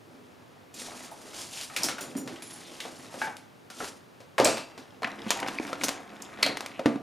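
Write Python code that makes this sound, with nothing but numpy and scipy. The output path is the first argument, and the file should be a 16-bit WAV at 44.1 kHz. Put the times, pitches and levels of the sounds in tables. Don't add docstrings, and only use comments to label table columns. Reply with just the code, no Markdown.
import sys
import numpy as np
from scipy import signal
from scipy.fft import rfft, irfft, next_fast_len
from scipy.io import wavfile
from scipy.ndimage import uniform_filter1d

SR = 44100
rng = np.random.default_rng(int(sys.argv[2]) if len(sys.argv) > 2 else 0)


def put_to_file(sound):
    columns = np.atleast_2d(sound).T
    safe = np.clip(columns, -1, 1)
    whole_steps = np.round(safe * 32767)
    wavfile.write(sys.argv[1], SR, whole_steps.astype(np.int16))


N = 309570
CLOSE_S = 5

# (time [s], contact, strength [dB], brightness [dB per octave], main resonance of the struck thing [Hz])
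KNOCKS = [ (.741, "tick", -12.5, -2, 7210), (.818, "crackle", -11.5, -6.5, 1880),
          (1.034, "hollow", -13.5, 8, 1690), (1.115, "flap", -2.5, -0.5, 885),
          (1.612, "crackle", -8.5, 5, 4500), (1.698, "hollow", -5, 4, 1250), (1.7637, "clack", 5, 2, 2380),
          (1.822, "tap", 4, 4.5, 920), (1.8335, "chink", 3.5, 1, 5460), (1.841, "tick", 3.5, -1.5, 5450),
          (1.8864, "clack", 4, -0.5, 1350), (1.905, "thud", 4, 1, 243), (1.983, "hollow", 1.5, 3.5, 1420),
          (2.009, "tick", -4, -2.5, 630), (2.152, "thud", 6.5, -2, 256), (2.168, "chink", -9, -3, 8900),
          (2.178, "thud", 5.5, 0, 300), (2.276, "knock", 0, 0, 364), (2.359, "pop", -11, 6, 3080),
          (2.4224, "clack", -9, 1, 10800), (2.803, "pop", 0, 8, 3540), (2.853, "tap", 2.5, 1, 620),
          (3.1411, "tap", 1.5, 1, 563), (3.2165, "hollow", 7.5, 2, 1570), (3.272, "hollow", 0, -0.5, 840),
          (3.3682, "crackle", -9.5, 1.5, 10700), (3.702, "knock", -6, 2.5, 1380),
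          (3.8038, "hollow", 1, -1.5, 1370), (3.8445, "snap", -5, -1.5, 1430),
          (4.2044, "knock", -13, 0.5, 530), (4.3812, "hollow", 17.5, 1.5, 890),
          (4.4, "bounce", 22, -0.5, 574), (4.409, "bounce", 9, 2.5, 900), (4.4463, "chink", 13, -2, 7700),
          (4.4545, "knock", 15, -0.5, 603), (4.4734, "bounce", 19, 2, 637), (4.5712, "snap", 0, -3.5, 2700),
          (4.5805, "crackle", -0.5, -1.5, 4140), (4.778, "knock", -5, 0, 264), (5.021, "tap", 2.5, 0, 764),
          (5.0312, "hollow", 8.5, -.5, 1050), (5.0448, "pop", 10, -1, 1750),
          (5.073, "hollow", 2.5, 0.5, 1230), (5.264, "thud", 9, -1.5, 215), (5.3056, "snap", 13, -1, 6800),
          (5.312, "clack", 6.5, -0.5, 3220), (5.3165, "hollow", 5.5, 0, 1220),
          (5.3729, "snap", -5, -1, 800), (5.39, "pop", -1, -1, 1880), (5.401, "snap", -4.5, 0.5, 2290),
          (5.4288, "pop", 5.5, -3.5, 1900), (5.4305, "bounce", 4.5, -2, 490), (5.464, "pop", 0.5, -3, 1900),
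          (5.476, "clack", -5, -0.5, 5100), (5.484, "clack", 4, -3, 1030), (5.599, "bounce", 6, -3, 320),
          (5.651, "crackle", -8.5, -2.5, 2180), (5.73, "knock", 6, -1.6, 1350), (5.813, "pop", 3, -1, 2380),
          (5.8361, "snap", 8, -1.5, 6240), (5.84, "tick", 5.5, -1, 6070), (5.884, "snap", 6.5, -1.5, 6960),
          (5.8912, "snap", 6.5, -1, 544), (6.2214, "chink", -8, -0.5, 7040),
          (6.427, "clack", 6.5, -0.5, 3300), (6.429, "clack", 11, 0.5, 4230),
          (6.4635, "snap", 6, -1.5, 3280), (6.464, "tap", 12, 1, 584), (6.5714, "snap", 2.5, -2.5, 1950),
          (6.607, "snap", 1.5, -2.5, 1190), (6.6618, "snap", -2, -1, 2270), (6.794, "tap", 7.5, -1.5, 553),
          (6.8586, "thud", 27.5, -0.96, 296), (6.958, "thud", 7.5, -3, 730)]
KNOCK_BANDS_HZ = [240, 720, 2000, 4900, 10500]
CONTACTS = { "thud": ((0.5, -14.5, -18.5, -29, -41.5), 0.043, 9.6, 0, 0.33),
            "tap": ((0, -0.5, -13.5, -19.5, -30), 0.057, 8.6, -0.76, 0.4),
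            "hollow": ((-15.5, 0, -5, -21, -30.5), 0.052, 9.6, 0, 0.23),
            "knock": ((0, -1.5, -7.5, -10.5, -21.5), 0.045, 11.5, 0, 0.57),
            "clack": ((-7, -5, -1, -5, -13.5), 0.049, 8.6, -0.31, 0.25),
            "bounce": ((0, -4, -19.5, -17.5, -34), 0.013, 7.6, -1, 0.85), "snap": ((-11, -3, -4, -4, -10.5),
            0.03, 8.5, -1.5, 0.63), "pop": ((-2, -15, 0.5, -16, -35.5), 0.041, 5.2, -2, 0.26),
            "tick": ((3, -6.5, -7.5, -1.5, -1), 0.096, 6.46, -0.4, 0.19),
            "chink": ((-13, -7, -42, -0.5, -6), 0.03, 10.8, -2, 0.46),
            "crackle": ((-11.5, -7, -3, -7, -18.5), 0.017, 8, -4, 0.52),
            "flap": ((-17, -2.5, -19, -26, -17), 0.074, 10.6, 0.86, 0.22), }
FAR_ROOM_DB, CLOSE_ROOM_DB = 1.5, -4.5
PIVOT_HZ = 2000

# (start [s], length [s], movement, effort [dB])
STROKES = [ (0, 0.32, "drag", -55), (0, 0.72, "rummage", -66.5), (0.714, 0.34, "leaf", -49),
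           (0.787, 0.098, "slide", -45.5), (1.015, .18, "slide", -65), (0.734, 0.13, "swish", -42.5),
           (1.06, 0.42, "leaf", -52), (1.321, .1, "swish", -39), (1.492, 0.14, "swish", -39),
           (1.668, 0.23, "leaf", -43), (1.765, 0.045, "leaf", -38), (1.86, .08, "drag", -47),
           (1.977, 0.072, "leaf", -40.5), (2.008, 0.15, "drag", -44.5), (2.142, .18, "drag", -40),
           (2.244, 0.14, "shift", -47.5), (2.353, 0.55, "leaf", -51.5), (2.78, 0.045, "swish", -47),
           (2.814, 0.4, "shift", -52), (3.098, 0.13, "leaf", -43.5), (3.23, 0.039, "drag", -42.5),
           (3.723, 0.16, "swish", -46.5), (3.79, 0.03, "swish", -38), (3.755, .075, "shift", -39),
           (4.414, 0.065, "shift", -25.5), (4.596, 0.35, "rummage", -58.5), (5.008, 0.07, "rummage", -42),
           (5.098, 0.27, "rummage", -46.5), (5.218, 0.77, "rummage", -47), (5.218, .08, "leaf", -44),
           (5.285, 0.13, "shift", -45), (5.43, 0.25, "shift", -46.5), (5.775, 0.059, "shift", -31.5),
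           (5.987, 0.65, "rummage", -50), (6.21, 0.23, "drag", -49), (6.364, 0.097, "rummage", -36),
           (6.573, 0.39, "rummage", -51.5), (6.852, 0.044, "drag", -42)]
MOVES = { "leaf": (-2, -2, 0.5, 0.2, 1, 147), "swish": (-22, -13.5, 0.5, 0.07, 11, 174),
         "slide": (-20, -1.5, -16, 0.2, 14, 150), "shift": (0.5, -0.5, -2, 0.22, 4.5, 174),
         "drag": (-0.5, -20, -18, 0.1, 7, 156), "rummage": (-1, -0.5, -15.5, 0.12, 1, 123), }
# (frequency [Hz], density [dB per Hz])
RUB = [(70, -31.5), (130, -10), (270, 2.5), (480, -8), (800, -15.5), (2000, -61)]
# (frequency [Hz], density [dB per Hz])
SLIDE = [(300, -13), (650, 4.5), (950, 1.5), (1400, 0), (2600, -7.5), (4500, -34), (11000, -46)]
# (frequency [Hz], density [dB per Hz])
CRINKLE = [(1200, -11), (3000, -2), (5000, 0.5), (7200, -1), (10500, -5), (13000, -15.5), (15500, -25)]
# (centre [Hz], width [Hz], lift [dB])
DRAWER = [(127, 16, 4), (158, 36, -5), (277, 40, 3), (443, 14, 2.5), (527, 18, 3), (631, 24, 1.5),
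          (690, 16, 3), (740, 24, 2)]

# (time [s], pitch [Hz], level [dB], octave overtone [dB], starting pitch offset [share of the pitch])
SNAPS = [(4.461, 4420, -8, -20, -0.04), (5.0315, 4300, -14.5, -20, -0.057),
         (5.0444, 2600, -6.5, -27, -0.28), (5.4287, 2900, -17, -20, -0.25),
         (5.5857, 2470, -2.5, -15, -0.47), (6.4291, 2090, 5, 4, 0.44), (6.4383, 2170, -4, -12, -0.37)]
SNAP_RISE_S, SNAP_T60_S, SNAP_SETTLE_S = .0014, 0.0065, 0.00062

# (time [s], thing, level [dB])
RINGS = [(2.008, "pins", -40.5), (2.173, "pins", -40.5), (2.4228, "ring", -43), (2.471, "ring", -43),
         (2.53, "ring", -43.5), (2.985, "ring", -55), (3.2164, "case", -31.5), (4.3811, "desk", -42),
         (4.4, "desk", -31), (4.4474, "pen", -32.5), (4.473, "desk", -36.5), (6.432, "clasp", -34),
         (6.859, "desk", -36.5)]
MODES = { "desk": [(296, -20, 0.18), (458, 2, 0.53), (530, 7.5, 0.25), (582, -1.5, 0.47), (667, 3, 0.43),
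         (893, 0.5, 0.17), (1183, -1.5, 0.44)], "case": [(840, -3, 0.25), (875, 2, 0.26), (1546, 1, 0.36),
         (1640, 1.5, 0.16), (1680, -16, 0.21), (2255, -9.5, 0.36)], "clasp": [(2015, -1, 0.14),
         (2120, -3, 0.162), (2270, 8, 0.19), (2600, 3, .26), (2800, -10, 0.24), (3350, 3, 0.205),
         (4080, 6, 0.31), (4350, 3, 0.3), (4480, -3.5, 0.25), (4850, -8, .2)], "pen": [(2388, 1.5, .4),
         (2680, -3, 0.61), (4080, 4, 0.23), (4720, -4, 0.57), (5500, -8, 0.44), (6770, -3, 0.25),
         (8250, -7, 0.27), (8080, 2, 0.33)], "pins": [(5730, -4.5, 0.21), (7040, -1, 0.27), (8800, -5, 0.2),
         (8950, -8, 0.21), (10400, -3, 0.17), (12300, -9, 0.25), (14740, -9, .12)],
         "ring": [(7160, -6, 0.22), (9650, -10, .25), (10830, -6, 0.19), (10850, -4, 0.28)], }
CHATTER = {"desk": (.3, 25), "case": (.35, 45), "clasp": (.92, 280), "pen": (.9, 150), "pins": (.8, 190),
           "ring": (.85, 240)}

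# (start [s], length [s], resonance [Hz], level [dB])
SCRAPES = [(.85, 0.063, 690, -50), (1.513, 0.13, 2973, -49.5), (1.557, .09, 1370, -57.5),
           (2.613, 0.2, 3230, -58), (3.803, 0.043, 454, -44), (5.274, 0.046, 3260, -44.5),
           (5.319, 0.17, 830, -42), (6.703, 0.11, 2420, -54)]

# (frequency [Hz], density [dB per Hz])
AIR = [(30, -29), (65, -25), (95, -3.5), (170, -5.5), (280, -4.5), (480, -7), (1100, -13), (3000, -22),
       (15000, -38)]
AIR_DB = -53.5
# (frequency [Hz], t60 [s])
ROOM = [(120, 0.36), (400, 0.28), (1000, 0.41), (2800, 0.29), (7300, 0.3), (15000, 0.12)]
# (frequency [Hz], likeness [0-1])
DIFFUSE = [(50, 0.93), (170, 0.97), (650, 0.84), (1300, 0.76), (2800, 0.97), (6000, 1)]
# (frequency [Hz], left minus right [dB])
BALANCE = [(60, -1.5), (140, -2.4), (320, -1.2), (700, .4), (1400, 1.9), (2800, .6), (5000, 0)]
# (frequency [Hz], lead of the left [rad])
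LEAD = [(60, 0.046), (600, 0.27), (1400, 0.64), (3000, 0.033)]
EDGE_HZ = 15600


def knocks(bass_db=-22, top_db=-12, note_width=0.18, size=4096, count=16):
    out = np.zeros((2, N))
    t, hz = np.arange(size) / SR, abs(np.fft.fftfreq(size, 1 / SR))
    spots = [room() for _ in range(count)]
    octaves = np.log2(np.array(KNOCK_BANDS_HZ) / PIVOT_HZ)
    for k, (s, contact, blow_db, brightness, note_hz) in enumerate(KNOCKS):
        colour_db, ring_s, note_db, extra_room_db, first_push = CONTACTS[contact]
        band_db = blow_db + np.array(colour_db) + brightness * octaves
        room_db = extra_room_db + (FAR_ROOM_DB if s < CLOSE_S else CLOSE_ROOM_DB)
        t60 = ring_s * amp(.5 * room_db)
        attack = 1 - np.exp(-t / 0.00006)
        ring = unit(rng.standard_normal(size) * amp(-60 * t / t60) * attack)
        ring[0] += first_push
        sound = amp(room_db) * spots[k % count]
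        add(sound, 0, whiten(ring, 800))
        low, high = band_db[0], band_db[-1]
        bass = [(30, low - 40), (80, low + bass_db), (160, low - 7)]
        spectrum = [*bass, *zip(KNOCK_BANDS_HZ, band_db), (15500, high + top_db)]
        note = note_db * bump(hz, note_hz, note_width * note_hz)
        click = causal(read(spectrum, hz) + note)
        add(out, s, signal.fftconvolve(sound, click[None], axes=1))
    return out


def handling():
    rubbing = friction(order=0, spectrum=RUB, per_s=200, spread_db=3.0, smooth=1.0, clump_db=2.5, room_db=10.0)
    sliding = friction(order=1, spectrum=SLIDE, per_s=450, spread_db=2.5, smooth=0.83, clump_db=3, room_db=7.0)
    crinkling = friction(order=2, spectrum=CRINKLE, per_s=1500, spread_db=2.5, smooth=1.0, clump_db=2.5,
                         room_db=-3.5)
    return rubbing + sliding + crinkling


def friction(order, spectrum, per_s, spread_db, smooth, clump_db, room_db, close_bass_db=9):
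    effort, t = strokes(order), np.arange(N) / SR
    far, close = (per_s, room_db, 0), (.25 * per_s, room_db - 4.0, close_bass_db)
    heard = []
    for density, wet_db, bass_db in (far, close):
        draw, slip_size = rng.random(N), rng.exponential(1, N)
        hiss, clumps = rng.standard_normal((2, N))
        clumps = uniform_filter1d(uniform_filter1d(clumps, 600), 400)
        clumps = unit(clumps) * np.sqrt(N)
        slips = (draw < density / SR) * amp(spread_db * np.minimum(slip_size, 3))
        power = signal.lfilter([1], [1, -np.exp(-1 / (0.00049 * SR))], slips ** 2)
        bursts = hiss * np.sqrt(power)
        drive = unit(bursts) + smooth * unit(rng.standard_normal(N))
        drive = drive * amp(clump_db * clumps)
        wet = signal.oaconvolve(drive[None], room_path(wet_db), axes=1)[:, :N]
        shape = [(hz, db + bass_db / (1 + (hz / 100) ** 4)) for hz, db in spectrum]
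        heard.append(unit(colour(wet, shape)))
    return effort * np.where(t < CLOSE_S, *heard) * np.sqrt(N)


def strokes(order):
    power, t = np.zeros(N), np.arange(2 * SR) / SR
    for start, length, move, effort_db in STROKES:
        *share_db, rise, sag, release = MOVES[move]
        level_db = effort_db + share_db[order] - sag * t - release * np.maximum(t - length, 0)
        envelope = np.minimum(t / rise, 1) * amp(level_db)
        add(power, start, envelope ** 2)
    return np.sqrt(power)


def drawer(x):
    hz = abs(np.fft.fftfreq(16384, 1 / SR))
    lift_db = sum(db * bump(hz, centre, width) for centre, width, db in DRAWER)
    return signal.fftconvolve(x, causal(lift_db)[None], axes=1)[:, :N]


def snaps(room_db=-9, size=2048):
    out, t = np.zeros(N), np.arange(size) / SR
    shape = (1 - np.exp(-(t / SNAP_RISE_S) ** 2)) * amp(-60 * t / SNAP_T60_S)
    for s, hz, db, overtone_db, bend in SNAPS:
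        pitch = hz * (1 + bend * np.exp(-t / SNAP_SETTLE_S))
        phase = 2 * np.pi * np.cumsum(pitch) / SR
        tone = np.sin(phase) + amp(overtone_db) * np.sin(2 * phase)
        add(out, s, amp(db) * shape * tone)
    return nearby(out, room_db)


def rings(room_db=-8):
    out = np.zeros((2, N))
    for s, thing, db in RINGS:
        ring = struck(MODES[thing], *CHATTER[thing])
        add(out, s, amp(db) * nearby(ring, room_db))
    return signal.sosfilt(signal.butter(3, 220, "high", fs=SR, output="sos"), out)


def struck(modes, share, width_hz, size=22050):
    t, out = np.arange(size) / SR, np.zeros(size)
    for hz, db, t60 in modes:
        wave = np.exp(2j * np.pi * hz * t) * chatter(share, width_hz, size)
        out += amp(db - 60 * t / t60) * wave.imag
    return out


def chatter(share, width_hz, size):
    hz = np.fft.fftfreq(size, 1 / SR)
    a, b = rng.standard_normal((2, size))
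    scatter = np.fft.ifft((a + 1j * b) * np.exp(-(hz / width_hz) ** 2))
    return np.sqrt(1 - share ** 2) + share * scatter / np.std(scatter)


def scrapes(slips_per_s=220, width=0.37, wander=0.12, room_db=-4):
    out = np.zeros(N)
    for start, length, hz, db in SCRAPES:
        t = np.arange(0, length, 1 / SR)
        draw, force = rng.random((2, len(t)))
        swell = np.sin(np.pi * t / length) ** .5
        slips = (draw < slips_per_s / SR) * (.5 + force) * swell
        pitch = hz * (1 + wander * np.sin(2 * np.pi * (t / length + rng.random())))
        turn = np.exp(2j * np.pi * np.cumsum(pitch) / SR)
        r = np.exp(-np.pi * width * hz / SR)
        sound = (turn * signal.lfilter([1], [1, -2 * r, r * r], slips / turn)).real
        add(out, start, amp(db) * unit(sound) * np.sqrt(len(t)))
    return nearby(out, room_db)


def jostle(per_s=130, level_db=18.0, spread_db=2.5, low_hz=750, high_hz=3900, t60=0.0066, room_db=-4, count=24):
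    t, out = np.arange(2048) / SR, np.zeros(N)
    draw, touch_size = rng.random(N), np.minimum(rng.exponential(1, N), 3)
    which = rng.integers(0, count, N)
    touches = (draw < per_s / SR) * amp(level_db + spread_db * touch_size) * strokes(order=1)
    things = []
    for hz, overtone in zip(np.geomspace(low_hz, high_hz, count), rng.uniform(1.36, 1.72, count)):
        tone = np.sin(2 * np.pi * hz * t) + .5 * np.sin(2 * np.pi * hz * overtone * t)
        things.append(unit(tone * amp(-60 * t / t60)))
    for at in np.flatnonzero(touches):
        add(out, at / SR, touches[at] * things[which[at]])
    out = signal.sosfilt(signal.butter(2, 400, "high", fs=SR, output="sos"), out)
    return nearby(out, room_db)


def air():
    noise = diffuse(next_fast_len(N), spread=16.0)[:, :N]
    return amp(AIR_DB) * unit(colour(noise, AIR)) * np.sqrt(N)


def room(size=24576, onset=0.0055):
    hz, t, z = signal.stft(diffuse(size), SR, nperseg=256)
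    decay = amp(-60 * t / read(ROOM, hz)[:, None])
    tail = signal.istft(z * decay, SR, nperseg=256)[1][:, :size]
    build_up = 1 - np.exp(-(np.arange(size) / SR / onset) ** 2)
    return whiten(tail, 440) * build_up


def room_path(room_db):
    path = amp(room_db) * room()
    path[:, 0] += 1
    return path


def nearby(x, room_db):
    return signal.oaconvolve(x[None], room_path(room_db), axes=1)[:, :N]


def diffuse(size, spread=1):
    a, b = rfft(rng.standard_normal((2, size)))
    same = np.clip(read(DIFFUSE, np.fft.rfftfreq(size, 1 / SR)), 0, 1) ** spread
    mid, side = a * np.sqrt(1 + same), b * np.sqrt(1 - same)
    return irfft(np.array([mid + side, mid - side]), size)


def amp(db):
    return 10 ** (np.asarray(db) / 20)


def unit(x):
    return x / np.sqrt(np.sum(x ** 2, -1, keepdims=True) + 1e-20)


def read(points, hz):
    f, value = np.transpose(points)
    return np.interp(np.log(hz + 1), np.log(f + 1), value)


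def add(mix, s, sound):
    part = mix[..., round(s * SR):][..., :sound.shape[-1]]
    part += sound[..., :part.shape[-1]]


def colour(x, points):
    size = next_fast_len(x.shape[-1])
    gain = amp(read(points, np.fft.rfftfreq(size, 1 / SR)))
    return irfft(rfft(x, size) * gain, size)[..., :x.shape[-1]]


def bump(hz, centre_hz, width_hz):
    return 1 / (1 + (2 * (hz - centre_hz) / width_hz) ** 2)


def causal(gain_db):
    spectrum = np.exp(signal.hilbert(np.log(amp(gain_db))).conj())
    return np.fft.ifft(spectrum).real[:len(gain_db) // 2]


def whiten(x, width_hz):
    size, z = x.shape[-1], rfft(x)
    power = uniform_filter1d(abs(z) ** 2, max(3, int(width_hz * size / SR)), axis=-1)
    fade = np.minimum(np.linspace(2, 0, size), 1) ** 2
    return unit(irfft(z / np.sqrt(abs(power) + 1e-12), size) * fade)


def scene():
    in_drawer = drawer(knocks() + handling())
    return in_drawer + snaps() + scrapes() + rings() + air() + jostle()


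def record(dry, notch_hz=7800, notch_width_hz=80, notch_depth=1.0):
    size = next_fast_len(N + 4096)
    hz = np.fft.rfftfreq(size, 1 / SR)
    notch = 1 - notch_depth * np.exp(-((hz - notch_hz) / notch_width_hz) ** 2)
    side = np.array([[.5], [-.5]])
    ports = amp(side * read(BALANCE, hz)) * np.exp(1j * side * read(LEAD, hz))
    heard = irfft(rfft(dry, size) * notch * ports, size)[:, :N]
    low_pass = signal.firwin(255, EDGE_HZ, window=("kaiser", 9), fs=SR)
    return signal.oaconvolve(heard, low_pass[None], "same")


dry = scene()
out = record(dry)
put_to_file(out)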